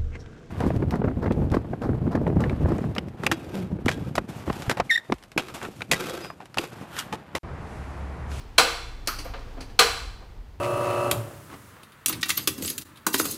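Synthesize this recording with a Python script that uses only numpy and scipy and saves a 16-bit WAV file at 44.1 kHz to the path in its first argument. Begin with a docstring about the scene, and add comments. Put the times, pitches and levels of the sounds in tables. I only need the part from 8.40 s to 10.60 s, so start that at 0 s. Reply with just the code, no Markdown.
"""Two sharp, ringing clacks: the knob of a steel gas stove is turned twice in a small tiled kitchen.
Each time the igniter's spring-loaded hammer trips and strikes, and the steel top rings into the room.
Between the tries the knob snaps back, and the hand makes small ticks and bumps on it.
A wok sings faintly after the second clack. A low hum, a rumble and a soft hiss run underneath."""
import sys
import numpy as np
from scipy import signal
from scipy.fft import rfft, irfft
from scipy.io import wavfile

SR = 44100
rng = np.random.default_rng(int(sys.argv[2]) if len(sys.argv) > 2 else 0)


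def transcribe(signal):
    """Save signal, clipped to [-1, 1], as a 16-bit WAV file at the path in sys.argv[1]."""
    frames = np.atleast_2d(signal).T
    limited = np.clip(frames, -1, 1)
    pcm = np.round(limited * 32767).astype(np.int16)
    wavfile.write(sys.argv[1], SR, pcm)


N = 97020
TIME = np.arange(N) / SR
HZ = np.maximum(np.fft.rfftfreq(N, 1 / SR), 1)
CLACK_RISE_S = .003

# The two clacks of the igniter: (time [s], stove level [dB], brightness [dB per octave],
# hammer delay [s], hammer pitch [Hz], hammer level [dB])
CLACKS = [(0.1805, -9, -0.24, 0.0029, 4126, -6), (1.3908, -9, 0.36, 0.0018, 4250, -5)]
# Tone colour of the catch, the latch behind the knob: (frequency [Hz], relative level [dB])
CATCH_COLOUR = [(100, -20.5), (300, 1), (600, -5), (1300, -6.5), (2600, -2.5), (3300, -5.5), (3700, -12),
                (4100, -1.5), (4600, 2.5), (5300, -5), (6000, -3.5), (7000, -12), (10200, -10),
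                (11700, -17.5), (13000, -20), (16000, -19)]


def igniter():
    """The catch trips, the hammer lands with a crack and a bright ping, and the whole stove rings."""
    # Overall tone colour of the stove body: (frequency [Hz], relative level [dB])
    body_colour = [(60, -36.5), (140, -13.5), (220, -9), (380, -10.5), (700, -5), (1100, -0.5), (1700, -2),
                   (2700, -2.5), (3600, -4), (4700, -5), (6300, -12), (9500, -15), (12000, -21.5),
                   (15500, -25)]
    hammer_rise_s, hammer_fade_s = .0013, .02444
    out = 0
    for attempt, (start, stove_db, brightness, delay, hammer_hz, hammer_db) in enumerate(CLACKS):
        trip = from_db(-15) * noise(at_hz(CATCH_COLOUR)) * envelope(start - .0006, rise_s=.0005, fade_s=.02)
        lands = start + delay - hammer_rise_s / 2
        crack = noise(hump(3500, octaves=.5)) * envelope(lands, hammer_rise_s, hammer_fade_s)
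        ping = ring(lands, hammer_hz, hammer_rise_s, hammer_fade_s)
        hammer = from_db(-6.5) * crack + ping
        colour = at_hz(body_colour) + body_resonances() + tilt(brightness)
        clang = knock(start, colour, CLACK_RISE_S, fade_s=.15, room_db=-10)
        stove = clang + steel_ring(start, attempt)
        out = out + trip + from_db(hammer_db) * hammer + from_db(stove_db) * stove
    return out


def steel_ring(start, attempt):
    """The struck top and the wok ring at their own pitches, with a different mix on each try."""
    # Ringing notes of the steel:
    # (pitch [Hz], relative level on try one [dB], relative level on try two [dB], fade time [s])
    steel_notes = [(339, -27, -34, 0.7), (419, -34.5, -15, .3), (468, -18.5, -14.5, .55),
                   (528, -22, -22, .16), (691, -26.5, -24.5, .5), (761.6, -21, -23, .25),
                   (803, -29.5, -28, .6), (1015, -18.5, -20.5, .22), (1192, -26.5, -11, 0.24),
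                   (1206, -27, -28, 0.52), (1348, -21.5, -26, .5), (1481, -21, -22.5, 0.17),
                   (1608, -23, -19, .3), (2160, -23.5, -31.5, 0.7), (2660, -26, -32, .6),
                   (3495, -29.5, -38, 0.99), (3870, -32.5, -26, .4), (4130, -23, -33, .45)]
    spread_db = 1.1
    return sum(from_db(levels[attempt] - spread_db * rng.normal()) * ring(start, hz, CLACK_RISE_S, fade)
               for hz, *levels, fade in steel_notes)


def body_resonances():
    """The stove body boosts some frequencies and swallows others; gives a curve in dB."""
    # Peaks and dips of the body: (frequency [Hz], width [Hz], boost or cut [dB])
    peaks = [(293, 6.6, 7), (419, 16, 4.5), (476, 19, 12.5), (536, 22, 9.5), (600, 16, -6), (685, 21, 7.5),
             (779, 18, 8), (825, 14, -12), (910, 13, 1), (1003, 30, 2), (1182, 18, 6.5), (1470, 19, 6.5),
             (1620, 24, 3.5), (1860, 94, -4.5), (2650, 21, 3), (2836, 25, -11), (3720, 110, -4.5),
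             (4070, 90, 6.5), (4330, 140, 2.5), (5140, 120, -3), (5650, 130, 2), (7800, 250, 4),
             (8900, 300, -3), (9700, 200, 2.5)]
    return sum(db * np.exp(-((HZ - hz) / width) ** 2 / 2) for hz, width, db in peaks)


def knob_return():
    """The knob snaps back and cracks against its stop; the front panel answers with a thud."""
    start, thud_delay_s = .6735, .0088
    colour = at_hz(CATCH_COLOUR)
    crack = noise(colour) * envelope(start, rise_s=.00039, fade_s=.0098)
    catch = knock(start, colour, rise_s=.0011, fade_s=.099, room_db=-13.5)
    thud = knock(start + thud_delay_s, hump(1295, octaves=.176), rise_s=.003, fade_s=.23, room_db=-13.5)
    return from_db(-16.5) * crack + from_db(-22) * catch + from_db(-28) * thud


def catch_ticks():
    """The catch makes small, sharp ticks as the knob is handled."""
    # Ticks: (time [s], level [dB], rise time [s], brightness [dB per octave])
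    ticks = [(0.001, -52.5, 0.0034, -1.5), (0.659, -54, .001, 1), (0.786, -35, .002, 0.5),
             (0.845, -49.5, .003, 1), (0.99, -49, 0.0018, -3.5), (1.103, -65, .002, -1),
             (1.204, -38, .004, -2), (1.298, -47, .002, -4)]
    colour = at_hz(CATCH_COLOUR)
    return sum(from_db(db) * knock(start, colour + tilt(brightness), rise, fade_s=.16, room_db=-14.5)
               for start, db, rise, brightness in ticks)


def spring_zings():
    """The knob's return spring shivers with a thin, very high zing."""
    # Zings: (time [s], level [dB])
    zings = [(0.6735, -35.5), (0.844, -53)]
    colour = hump(12900, octaves=.06)
    return sum(from_db(db) * noise(colour) * envelope(start, rise_s=.001, fade_s=.25)
               for start, db in zings)


def hand_bumps():
    """The soft hand knocks dully against the knob and the panel."""
    # Bumps: (time [s], level [dB], rise time [s], bass cut [Hz], treble cut [Hz])
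    bumps = [(0.846, -37, 0.013, 446, 2200), (0.936, -34.5, 0.0016, 740, 3000),
             (1.04, -50, 0.044, 349.4, 500), (1.162, -40.5, 0.02, 303, 800), (1.808, -47, 0.011, 650, 600)]
    return sum(from_db(db) * knock(start, soft_touch(low_hz, high_hz), rise, fade_s=.2, room_db=-11)
               for start, db, rise, low_hz, high_hz in bumps)


def soft_touch(low_hz, high_hz):
    """Tone colour of the stove under a soft touch, in dB: little bass, the treble cut steeply."""
    treble_cut = (1 + (HZ / high_hz) ** 2) * (1 + (HZ / 5000) ** 6)
    bass_cut = (1 + (low_hz / HZ) ** 3) * (1 + (320 / HZ) ** 2)
    return tilt(-5) + .76 * body_resonances() - 10 * np.log10(treble_cut * bass_cut)


def panel_flexes():
    """Pushing on the knob bends the front panel, which gives a low note."""
    # Pushes: (time [s], level [dB], pitch [Hz])
    pushes = [(0.78, -44, 295.7), (1.17, -39.5, 263)]
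    return sum(from_db(db) * ring(start, hz, rise_s=.014, fade_s=.4) for start, db, hz in pushes)


def wok():
    """The wok sings on quietly after the second clack."""
    # Lingering notes: (pitch [Hz], level [dB])
    wok_notes = [(1911, -64), (4802, -77)]
    start = CLACKS[-1][0]
    return sum(from_db(db) * ring(start, hz, CLACK_RISE_S, fade_s=3.9) for hz, db in wok_notes)


def hum():
    """A low hum swells, then sinks in pitch and fades."""
    # Course of the hum: (time [s], pitch [Hz], level [dB])
    hum_course = [(0, 27.75, -46), (.3, 28.03, -40), (.45, 28.04, -38.5), (.8, 27.36, -35),
                  (1.2, 27.43, -37.5), (1.42, 25.6, -43), (1.6, 24.91, -57), (2.2, 26.7, -54.5)]
    # Tones that make up the hum: (multiple of the pitch, relative level [dB])
    harmonics = [(1, -3.5), (2, -11), (3, -32), (4, -16)]
    pitch_hz, level_db = in_time(hum_course)
    cycles = np.cumsum(pitch_hz) / SR
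    tones = sum(from_db(db) * np.sin(2 * np.pi * (round(multiple) * cycles + rng.random()))
                for multiple, db in harmonics)
    return from_db(level_db) * np.sqrt(2) * tones


def rumble():
    """A deep rumble drifts gently in loudness."""
    # Tone colour of the rumble: (frequency [Hz], relative level [dB])
    rumble_colour = [(15, -15), (28, -3), (42, 2), (60, -1.5), (75, -9), (90, -6.5), (110, -11), (135, -19),
                     (250, -40), (500, -57)]
    # Its loudness: (time [s], level [dB])
    rumble_level = [(0, -43.5), (.6, -45), (1.3, -41.5), (1.6, -39), (1.85, -41.5), (2.2, -42)]
    return from_db(in_time(rumble_level)[0]) * noise(at_hz(rumble_colour))


def room_air():
    """The air of the kitchen is a soft, dull hiss."""
    # Tone colour of the hiss: (frequency [Hz], relative level [dB])
    air_colour = [(60, -7.5), (150, 0.5), (290, 1), (360, -3), (420, 0), (560, -6.5), (800, -4),
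                  (1500, -11), (3000, -16), (4700, -20), (7000, -27), (11000, -36), (15500, -34)]
    # Its loudness: (time [s], level [dB])
    air_level = [(0, -49), (.15, -52), (.6, -50.5), (1.1, -48.5), (1.4, -52.5), (1.9, -54), (2.2, -57.5)]
    return from_db(in_time(air_level)[0]) * noise(at_hz(air_colour))


def knock(start, colour_db, rise_s, fade_s, room_db):
    """A hit rings at so many pitches that it sounds like noise; its echo dies away band by band."""
    # How long steel and tiles keep ringing: (frequency [Hz], fade time [s])
    room_fades = [(150, .4), (500, 0.59), (1200, 0.68), (2500, 0.64), (4300, 0.66), (8000, 0.57),
                  (14000, 0.5)]
    echo_rise_s = rise_s + .011
    out = noise(colour_db) * envelope(start, rise_s, fade_s)
    echo_spectrum = rfft(noise(colour_db))
    for band_hz, band_fade_s in room_fades:
        share = at_hz([(hz, float(hz == band_hz)) for hz, _ in room_fades])
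        band = irfft(echo_spectrum * share, N)
        out = out + from_db(room_db) * band * envelope(start, echo_rise_s, band_fade_s)
    return out


def ring(start, hz, rise_s, fade_s):
    """One pure note that dies away."""
    return np.sin(2 * np.pi * (hz * TIME + rng.random())) * envelope(start, rise_s, fade_s)


def envelope(start, rise_s, fade_s):
    """Loudness over time: a straight rise, then a fall of 60 dB in each fade time."""
    age = np.maximum(TIME - start, 0)
    rise = np.minimum(age / max(rise_s, 1e-4), 1)
    decay = np.log(1000) * np.maximum(age - rise_s, 0) / fade_s
    return rise * np.exp(-np.minimum(decay, 40))


def noise(colour_db):
    """Noise with the given tone colour (a level for each frequency), scaled to a strength of 1."""
    wave = irfft(from_db(colour_db) * np.exp(2j * np.pi * rng.random(len(HZ))), N)
    return wave / wave.std()


def hump(centre_hz, octaves):
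    """A tone colour with one rounded peak, in dB; more octaves make it wider."""
    return -20 * np.log10(1 + (np.log2(HZ / centre_hz) / octaves) ** 2 / 2)


def tilt(db_per_octave):
    """A slope that makes a tone colour brighter (plus) or duller (minus)."""
    return db_per_octave * np.log2(HZ / 1000)


def at_hz(points):
    """Join (frequency, value) points with straight lines on an octave scale."""
    hz, value = np.transpose(points)
    return np.interp(np.log(HZ), np.log(hz), value)


def in_time(rows):
    """Join (time, values...) rows with straight lines, one curve for each value."""
    times, *columns = np.transpose(rows)
    return [np.interp(TIME, times, column) for column in columns]


def from_db(db):
    """Turn decibels into a volume factor."""
    return 10 ** (np.asarray(db) / 20)


def scene():
    """Everything at one microphone above the stove."""
    stove = igniter() + wok()
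    knob = knob_return() + catch_ticks() + spring_zings() + hand_bumps() + panel_flexes()
    return (stove + knob + hum() + rumble() + room_air())[None]


def record(dry):
    """The loudest peaks are rounded off and the highest treble is cut."""
    ceiling, cutoff_hz = 1.5, 15500
    rounded = dry / (1 + (dry / ceiling) ** 4) ** .25
    return signal.sosfilt(signal.ellip(10, .1, 80, cutoff_hz, fs=SR, output="sos"), rounded)


dry = scene()
out = record(dry)
transcribe(out)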